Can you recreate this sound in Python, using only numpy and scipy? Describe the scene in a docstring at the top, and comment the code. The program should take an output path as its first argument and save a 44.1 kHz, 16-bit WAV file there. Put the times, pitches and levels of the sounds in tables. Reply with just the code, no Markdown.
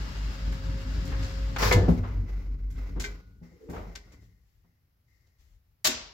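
"""An old wood-panelled traction lift rides on the deep, beating hum of its machine, with a gear whine,
a rolling rumble and the hiss of its guide shoes. A lever scrapes and slams; the car thumps, bounces on
its ropes and slows, and steel latches click as it comes to rest, rubbing and groaning.
In the quiet a finger snaps a stiff floor button. Each blow is a tick, a clatter, a cabin echo and the
ring of the struck object; each rub is coloured noise combed by the cabin."""
import sys
import numpy as np
from scipy import signal
from scipy.fft import rfft, irfft
from scipy.io import wavfile
from scipy.ndimage import uniform_filter1d

SR = 44100
rng = np.random.default_rng(int(sys.argv[2]) if len(sys.argv) > 2 else 0)


def transcribe(u):
    """Save the signal u as a 16-bit wav file named by the first command-line argument.

    u: samples, shape (n,) or (channels, n), limited to [-1, 1]; the rate is SR.
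    q: integer samples, one column per channel.
    """
    v = np.clip(np.atleast_2d(u).T, -1, 1)
    q = np.round(v * 32767).astype(np.int16)
    wavfile.write(sys.argv[1], SR, q)


N = 270333
TIME = np.arange(N) / SR
RING_TIME = TIME[:SR]  # one second for a blow to ring out


def amp(db):
    """Decibels to gain."""
    return 10 ** (np.asarray(db) / 20)


def unit_rms(x):
    """Scales to unit rms."""
    return x / np.sqrt(np.mean(x ** 2) + 1e-20)


def at_hz(points, hz):
    """Reads a table on a log-frequency axis."""
    freqs, values = np.transpose(points)
    return np.interp(np.log(hz + 1), np.log(freqs + 1), values)


def automation(points):
    """Draws a (time, value) table along the scene."""
    return np.interp(TIME, *np.transpose(points))


def add(mix, start, sound):
    """Mixes a sound in at start seconds."""
    part = mix[:, round(start * SR):][:, :sound.shape[-1]]
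    part += sound[..., :part.shape[-1]]


def equalise(x, eq, size=8192):
    """Minimum-phase filter with the given (Hz, dB) shape."""
    log_gain = np.log(amp(at_hz(eq, abs(np.fft.fftfreq(size, 1 / SR)))))
    response = np.exp(np.conj(signal.hilbert(log_gain)))
    taps = np.fft.ifft(response).real[:size // 2]
    return signal.fftconvolve(x, taps[None], axes=1)[:, :x.shape[1]]


def wander(rate_hz):
    """Smooth random modulation of unit rms."""
    low_pass = np.exp(-(np.fft.rfftfreq(N, 1 / SR) / rate_hz) ** 2)
    return unit_rms(irfft(rfft(rng.standard_normal(N)) * low_pass, N))


def decay(t60):
    """Envelope that falls 60 dB in t60 seconds."""
    return np.exp(-np.log(1000) * RING_TIME / t60)


def onset(rise):
    """Fade-in with a time constant of rise seconds."""
    return 1 - np.exp(-RING_TIME / rise)


def swells(cues, attack, fade_db):
    """Gain of cues that build in attack seconds, hold for their length, then lose fade_db a second."""
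    power = np.zeros(N)
    for start, length, db in cues:
        age = np.maximum(TIME - start, 0)
        held = amp(db - fade_db * np.maximum(age - length, 0))
        power += ((1 - np.exp(-age / attack)) * held) ** 2
    return np.sqrt(power)


# stereo width in the cabin: (frequency [Hz], side over mid [dB])
WIDTH = [(60, -26.5), (110, -18), (170, -10), (300, -7), (550, -5), (1000, 1.5), (2000, 0), (4000, -0.5),
         (12000, 0)]


def stereo(mid_side, left_db):
    """Bass is alike in both ears, treble arrives from all walls."""
    mid, side = mid_side
    side = irfft(rfft(side) * amp(at_hz(WIDTH, np.fft.rfftfreq(N, 1 / SR))), N)
    return np.array([(mid + side) * amp(left_db / 2), (mid - side) * amp(-left_db / 2)])


# reverb time of the cabin: (frequency [Hz], t60 [s])
CABIN_DECAY = [(100, 0.48), (260, 0.9), (700, 0.68), (1800, 0.52), (4800, 0.6), (12000, 0.11)]


def reflections():
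    """Dense echoes between the cabin walls, each band dying at its own speed."""
    hz, t, bands = signal.stft(rng.standard_normal((2, SR)), SR, nperseg=256)
    fade = amp(-60 * t / at_hz(CABIN_DECAY, hz)[:, None])
    return signal.istft(bands * fade, SR)[1][:, :SR]


def ring(modes, rise):
    """Damped modes swell as a blow spreads through the object; mid and side are a quarter cycle apart."""
    side_shift = np.array([[0], [np.pi / 2]])
    tone = np.zeros((2, SR))
    for hz, db, t60 in modes:
        phase = 2 * np.pi * (hz * RING_TIME + rng.random()) + side_shift * rng.choice([-1, 1])
        tone += amp(db) * decay(t60) * np.sin(phase)
    return tone * onset(rise)


def contact_eq(db, centre_hz, below_db, above_db):
    """EQ of a blow: octave level peaks at the centre and falls by below_db and above_db an octave."""
    hz = np.array([20, centre_hz, SR / 2])
    octaves = np.log2(hz / centre_hz)
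    octave_db = db + np.minimum(below_db * octaves, -above_db * octaves)
    white_to_pink_db = 10 * np.log10(SR / (2 * np.log(2) * hz))
    return np.transpose([hz, octave_db + white_to_pink_db])


def blows(hits, modes, rise, slopes_db, tick_db, grain_db, cabin_db, left_db):
    """Each blow is a sharp tick, a clatter of loose parts, a cabin echo and the struck object's ring."""
    out = np.zeros((2, N))
    for start, db, centre_hz, t60, ring_db in hits:
        roughness = unit_rms(uniform_filter1d(rng.standard_normal(SR), size=30))
        grains = unit_rms(amp(grain_db * roughness))
        clatter = rng.standard_normal((2, SR)) * grains * decay(t60) * onset(rise)
        clatter[0, 0] += amp(tick_db)
        echo = amp(cabin_db) * reflections() * onset(0.012)
        impact = equalise(clatter + echo, contact_eq(db, centre_hz, *slopes_db))
        add(out, start, impact + amp(ring_db) * ring(modes, 2 * rise))
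    return stereo(out, left_db)


def friction(gain, eq, flutter_db, flutter_hz, left_db):
    """Uneven rubbing, heard partly direct and partly combed by the cabin's standing waves."""
    force = rng.standard_normal(N + SR)
    walls = reflections() * decay(0.3)
    combed = unit_rms(signal.fftconvolve(force[None], walls, axes=1)[:, SR:SR + N])
    direct = rng.standard_normal((2, N))
    sound = equalise(combed + direct, eq) * amp(flutter_db * wander(flutter_hz))
    sound = np.array([unit_rms(channel) for channel in sound])
    return stereo(sound * gain, left_db)


# tone of the quiet bed: (frequency [Hz], relative level [dB])
FLOOR_EQ = [(30, -14.5), (60, 1), (110, -2.5), (200, -19.5), (400, -28), (1000, -34.5), (2000, -34.5),
            (3500, -40), (5200, -38.5), (9000, -50.5), (12000, -36.5), (15500, -39)]


def noise_floor(level_db=-68):
    """A faint, steady, bass-heavy bed of noise."""
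    noise = equalise(rng.standard_normal((2, N)), FLOOR_EQ)
    return amp(level_db) * unit_rms(stereo(noise, left_db=1))


# cues for the car's shudders, sways and groans: (start [s], length [s], level [dB])
SHUDDERS = [(1.65, .08, -29.5), (1.74, 0.034, -16.5), (1.885, 0.031, -22.5), (3.15, 0.22, -48.5),
            (3.68, 0.11, -39), (4.05, .2, -49.5), (5.85, .03, -42)]
SWAYS = [(3.25, .4, -52), (3.72, 0.13, -51), (4.2, 0.055, -50), (5.0, 0.083, -58), (5.38, 0.065, -54.5),
         (5.88, 0.1, -48)]
GROANS = [(3.51, 0.012, -51.5), (3.6, 0.11, -46.5), (3.69, 0.06, -43.5)]
# tone of each: (frequency [Hz], relative level [dB])
SHUDDER_EQ = [(25, -21.5), (45, 7.5), (65, 8.5), (80, -0.5), (100, 1), (122, -8.5), (150, -13), (180, -2),
              (230, -19), (275, -11.5), (310, -28.5), (400, -18), (900, -74)]
SWAY_EQ = [(25, -35), (40, 3.5), (52, -1), (64, 6), (90, -18), (200, -46)]
GROAN_EQ = [(150, -44), (300, 7.5), (400, 1.5), (470, 7), (600, -25), (1200, -38)]


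def car_settling():
    """The car body shudders, sways on its ropes once stopped and groans low as it settles."""
    shudder = friction(swells(SHUDDERS, attack=0.01, fade_db=85.5), SHUDDER_EQ,
                       flutter_db=0.17, flutter_hz=6, left_db=2)
    sway = friction(swells(SWAYS, attack=0.012, fade_db=50.5), SWAY_EQ,
                    flutter_db=5.5, flutter_hz=5, left_db=5)
    groan = friction(swells(GROANS, attack=0.01, fade_db=130), GROAN_EQ,
                     flutter_db=0, flutter_hz=40, left_db=1)
    return shudder + sway + groan


# cues for the guide shoes' rubbing and singing: (start [s], length [s], level [dB])
RUBS = [(1.87, 0.1, -44), (2.04, 0.42, -50), (2.5, 0.31, -61), (2.77, 0.11, -47), (3.05, .04, -45),
        (3.425, 0.026, -57.5), (3.55, 0.14, -66.5), (3.73, 0.13, -49.5), (4.04, 0.1, -59),
        (5.08, 0.23, -81)]
SINGS = [(3.42, 0.032, -65), (3.88, 0.13, -65), (4.08, 0.15, -72), (4.63, 0.036, -81), (5.07, 0.059, -73),
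         (5.2, 0.13, -79)]
# tone of each: (frequency [Hz], relative level [dB])
RUB_EQ = [(100, 3.5), (250, 11.5), (450, 7.5), (700, -1.5), (1100, -4), (1550, -1), (1800, -8), (2060, 2.5),
          (2300, -5.5), (2700, -9), (3300, -15.5), (5200, -12), (7500, -22), (15000, -14)]
SING_EQ = [(1200, -59), (1750, -18), (1860, -3), (1950, -9), (2050, -2), (2150, -9.5), (2300, -23),
           (3200, -37), (4300, -20), (5300, -15.5), (6500, -23), (9000, -23)]


def shoe_rubs():
    """Guide shoes rub and sing thinly on their rails as the car creeps and settles."""
    rub = friction(swells(RUBS, attack=0.009, fade_db=107.5), RUB_EQ,
                   flutter_db=2.1, flutter_hz=35.53, left_db=1.5)
    sing = friction(swells(SINGS, attack=0.015, fade_db=57), SING_EQ,
                    flutter_db=1, flutter_hz=25.07, left_db=7)
    return rub + sing


# latch and contact hits, with the lever's release at 1.563 s among them: (time [s], octave level [dB], centre
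# [Hz], clatter t60 [s], ring [dB])
LATCH_HITS = [(.523, -48, 10300, 0.13, -49), (1.052, -46.5, 8700, 0.27, -73),
              (1.225, -44.5, 4700, .55, -68), (1.563, -24.5, 1500, .06, -50),
              (1.885, -48.5, 12000, 0.39, -67), (2.704, -55, 11400, 0.35, -62),
              (2.76, -62, 3400, 0.33, -59), (2.999, -31, 7560, 0.18, -48), (3.040, -34, 5040, 0.14, -31.5),
              (3.698, -49, 13300, 0.39, -54.5), (3.954, -38, 5100, 0.11, -47),
              (4.121, -56.5, 7100, 0.14, -77), (5.268, -73, 5500, 0.14, -92)]
# ring of the steel: (frequency [Hz], level [dB], t60 [s])
LATCH_MODES = [(410, -6.5, .35), (1530, 0.5, .14), (1576, 0.5, 0.1), (1460, -23.5, 1), (1660, -23, 0.37),
               (1880, -1, 0.068), (2050, -4, .2), (2118, 6, .06), (2330, -5.5, 0.21), (2440, -5.5, 0.072),
               (3713, -19.5, .19), (5800, -23, .2), (7010, -19.5, 0.28)]


def latch_clicks():
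    """Latches and contacts snap with a bright, steely ring; among them the lever releases at 1.563 s."""
    return blows(LATCH_HITS, LATCH_MODES, rise=0.0014, slopes_db=(5.5, 7),
                 tick_db=15, grain_db=3.5, cabin_db=-20, left_db=1.5)


# hits on button and wall: (time [s], octave level [dB], centre [Hz], clatter t60 [s], ring [dB])
BUTTON_HITS = [(5.8445, -23.5, 6900, .027, -64.5), (5.847, -18.5, 5440, 0.18, -46),
               (5.8517, -17.5, 5300, 0.13, -33), (5.8712, -15.5, 5900, 0.049, -52),
               (5.8737, -15.5, 7530, 0.015, -50)]
WALL_HITS = [(5.88, -31.5, 2500, 0.11, -26)]
# ring of the button plate and of the wood: (frequency [Hz], level [dB], t60 [s])
PLATE_MODES = [(626, 0, 0.39), (950, -9, 0.62), (1151, -9, 0.41), (1496, -2.5, 0.27), (2696, 1, 0.34),
               (2830, -7.5, .35), (3730, 7, 0.24), (3800, -1, 0.21), (3920, 6, 0.24), (4150, -7, 0.3),
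               (4550, -4, 0.26), (4570, -6, 0.22), (5050, -3, 0.26), (5200, -5.5, .25), (5238, -6, .3),
               (6000, -13, 0.21), (6912, -15, 0.13), (7300, 3, .2)]
WALL_MODES = [(235, -4, 0.28), (276, -3.5, 0.22), (339, -11, 0.19), (360, -0.5, 0.13), (476, -13, 0.31)]


def floor_button():
    """The button snaps over and hits its stop; the finger shoves the wooden wall with it."""
    snap = blows(BUTTON_HITS, PLATE_MODES, rise=0.00019, slopes_db=(6, 1),
                 tick_db=10, grain_db=2.5, cabin_db=-15.5, left_db=2.5)
    shove = blows(WALL_HITS, WALL_MODES, rise=0.0019, slopes_db=(4.5, 5),
                  tick_db=2, grain_db=-11, cabin_db=-3.5, left_db=2)
    return snap + shove


# scrapes leading into the slam: (start [s], length [s], level [dB])
SCRAPES = [(1.582, 0.06, -26.5), (1.617, .07, -23.5)]
# tone of the scrape: (frequency [Hz], relative level [dB])
SCRAPE_EQ = [(80, -3.5), (190, 1), (280, -11), (420, 4.5), (650, -1), (1100, 0.5), (1700, -2), (2200, -3),
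             (3000, -11.5), (5000, -5.5), (7500, -15.5), (15000, -10.5)]
# hits of the slam: (time [s], octave level [dB], centre [Hz], clatter t60 [s], ring [dB])
LEVER_HITS = [(1.626, -24.5, 2500, 0.095, -32.5), (1.711, -22, 1400, 0.14, -18.5),
              (1.724, -23.5, 9000, 0.14, -28.5)]
# ring of the lever and its bracket: (frequency [Hz], level [dB], t60 [s])
LEVER_MODES = [(391.6, -5.5, 0.28), (472.7, -1, 0.25), (494, 0.5, 0.44), (853, -6.5, 0.25),
               (973, -6.5, 0.22), (1741, -8.5, 0.41), (2052, -1, 0.19), (2179, -3.5, 0.19),
               (2256, -1, 0.063), (2430, -5, 0.073), (4188, -18, 0.23), (4580, -13.5, 0.18)]


def lever():
    """The lever scrapes, then slams home and rings with its bracket."""
    scrape = friction(swells(SCRAPES, attack=0.004, fade_db=237), SCRAPE_EQ,
                      flutter_db=0.5, flutter_hz=120, left_db=2.5)
    slam = blows(LEVER_HITS, LEVER_MODES, rise=0.001, slopes_db=(1.15, 5.5),
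                 tick_db=10.5, grain_db=2, cabin_db=-17, left_db=2.5)
    return scrape + slam


# thumps on the car: (time [s], octave level [dB], centre [Hz], clatter t60 [s], ring [dB])
CAR_HITS = [(1.118, -40.5, 1556, 0.39, -46), (1.754, -23, 420, 0.72, -26), (1.881, -16.5, 306, 0.16, -15.5),
            (2.034, -42.5, 1300, 0.52, -50), (2.961, -33.5, 367, 0.36, -39.5), (3.412, -59, 190, 0.11, -41),
            (3.513, -56, 504, .07, -50.5), (3.688, -35, 330, .28, -39.5), (3.728, -38, 680, 0.65, -41),
            (3.759, -42, 1220, 0.25, -54.5), (3.875, -41.5, 220, 0.14, -44), (4.222, -62.5, 400, .13, -67),
            (4.643, -67, 900, .11, -62.5), (5.272, -70.5, 499, .06, -91)]
# boom of the car body: (frequency [Hz], level [dB], t60 [s])
CAR_MODES = [(65.14, -10, 0.85), (104, -5.5, 0.23), (169.9, 7, .25), (243.7, -5, .55), (319.7, -15.5, .4),
             (396.2, -14, 0.35), (513, -14.5, 0.25), (623, -22, .28), (747, -26.5, .28), (835.4, -23, 0.36)]


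def car_knocks():
    """Dull blows travel through the car and set its body ringing."""
    return blows(CAR_HITS, CAR_MODES, rise=0.0031, slopes_db=(3.5, 9.5),
                 tick_db=12, grain_db=1.5, cabin_db=-23.5, left_db=1.5)


# jolts on the ropes: (time [s], level [dB], floor flex trim [dB])
JOLTS = [(1.656, -20, 1.5), (1.747, -12.5, 1.5), (1.993, -18, -2.5), (2.158, -26.5, -3), (3.758, -23, -19),
         (3.867, -30.5, -12.5), (4.251, -50, -7)]
# their low end, rope bounce then floor flex: (frequency [Hz], level [dB], t60 [s])
SUSPENSION_MODES = [(47, -8, 0.69), (98.1, 2, 0.38)]


def rope_jolts():
    """The whole car bounces on its ropes; a hard jolt flexes the floor too."""
    out = np.zeros((2, N))
    bounce, flex = [amp(db) * decay(t60) * np.sin(2 * np.pi * hz * RING_TIME)
                    for hz, db, t60 in SUSPENSION_MODES]
    for start, db, flex_db in JOLTS:
        add(out, start, amp(db) * (bounce + amp(flex_db) * flex) * onset(0.002))
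    return out


# the car runs, brakes to a creep and stops: (time [s], speed [share of full])
SPEED = [(0, 0.99), (1.822, 0.96), (2.08, 0.59), (3.05, 0.34), (3.251, 0)]


def speed():
    """Share of full speed; after the last point the brake holds the car still."""
    return automation(SPEED)


# fader ride of the shoe hiss: (time [s], relative level [dB])
HISS_FADER = [(0.0, -53.5), (0.626, -56.5), (0.934, -54.5), (1.1, -55), (1.274, -52.5), (1.37, -55.5),
              (1.52, -55.5)]
# tone of the hiss and of the rolling: (frequency [Hz], relative level [dB])
HISS_EQ = [(100, 0), (250, 8), (350, 3), (450, 1), (700, 0), (1600, 3), (2150, 1), (2500, -3), (2800, 0),
           (3100, -4), (4200, -3), (5200, -1), (5750, -8), (7500, -11), (15000, -15)]
ROLL_EQ = [(25, -22.5), (45, -0.5), (65, 4), (80, -1), (100, 2.5), (122, -1.5), (155, -4), (185, -4.5),
           (230, -14), (275, -7), (310, -24), (400, -21.5), (900, -71)]


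def shaft_travel():
    """The car rolls and its guide shoes hiss; as it slows, the hiss dies well before the rumble."""
    roll_gain = amp(-33) * speed() ** 0.97
    hiss_gain = amp(11.5 + automation(HISS_FADER)) * speed() ** 5.5
    roll = friction(roll_gain, ROLL_EQ, flutter_db=3.07, flutter_hz=7, left_db=2.5)
    hiss = friction(hiss_gain, HISS_EQ, flutter_db=0.83, flutter_hz=28, left_db=3)
    return roll + hiss


# partials of the whine: (frequency [Hz], relative level [dB])
WHINE_PARTIALS = [(269.2, -2), (538.5, 0)]
# its fader ride: (time [s], relative level [dB])
WHINE_FADER = [(0.0, -68), (0.31, -77), (0.366, -63.5), (0.804, -55.5), (0.958, -68), (1.068, -54.5),
               (1.53, -56.5)]


def gear_whine(waver=0.0007):
    """The gear sings at a slightly wavering pitch and fades steeply as the car slows."""
    phase_per_hz = 2 * np.pi * np.cumsum(1 + waver * wander(10)) / SR
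    tone = sum(amp(db) * np.sin(hz * phase_per_hz) for hz, db in WHINE_PARTIALS)
    return tone * amp(10 + automation(WHINE_FADER)) * speed() ** 5


# the motor's fast run, then its slow run:
# (start [s], length [s], level [dB], growth [dB/s], hum [Hz], beat [Hz], time of one crest [s])
MOTOR_RUNS = [(0, 1.996, -29.5, 1.5, 49.12, 4.2, .24), (2.127, 0.95, -27, -4.5, 45.96, 6.35, 2.35)]


def motor_hum(beat_db=-4, octave_db=-17, drift_rad=0.1, unsteady_db=1):
    """Two close vibrations of the machine beat through the ropes, under a faint octave."""
    hum = np.zeros(N)
    for start, length, db, growth_db, hum_hz, beat_hz, crest in MOTOR_RUNS:
        phase = 2 * np.pi * hum_hz * TIME + drift_rad * wander(9)
        beat = 2 * np.pi * beat_hz * (TIME - crest)
        tone = np.sin(phase) + amp(beat_db) * np.sin(phase + beat) + amp(octave_db) * np.sin(2 * phase)
        envelope = swells([(start, length, db)], attack=0.0027, fade_db=117)
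        hum += tone * envelope * amp(growth_db * (TIME - start))
    return hum * amp(unsteady_db * wander(12))


def scene():
    """The ride, the stop and the button."""
    hits = lever() + car_knocks() + latch_clicks() + floor_button()
    machine = np.sqrt(2) * (motor_hum() + gear_whine()) * amp([[0.3], [-0.3]])  # a touch to the left
    car = shaft_travel() + car_settling() + shoe_rubs() + rope_jolts()
    return machine + car + hits


# response of the microphone: (frequency [Hz], gain [dB])
MICROPHONE_EQ = [(20, -13), (40, -4.5), (7600, -5), (8200, -16.5), (8700, -22.5), (10000, -14),
                 (12000, -11), (15500, -12.5)]


def record(dry):
    """A small microphone with a dull top, a faint noise floor and a 15.9 kHz band limit."""
    heard = equalise(dry, MICROPHONE_EQ) + noise_floor()
    low_pass = signal.firwin(511, 15900, window=("kaiser", 9), fs=SR)
    return signal.oaconvolve(heard, low_pass[None], "same")


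dry = scene()
out = record(dry)
transcribe(out)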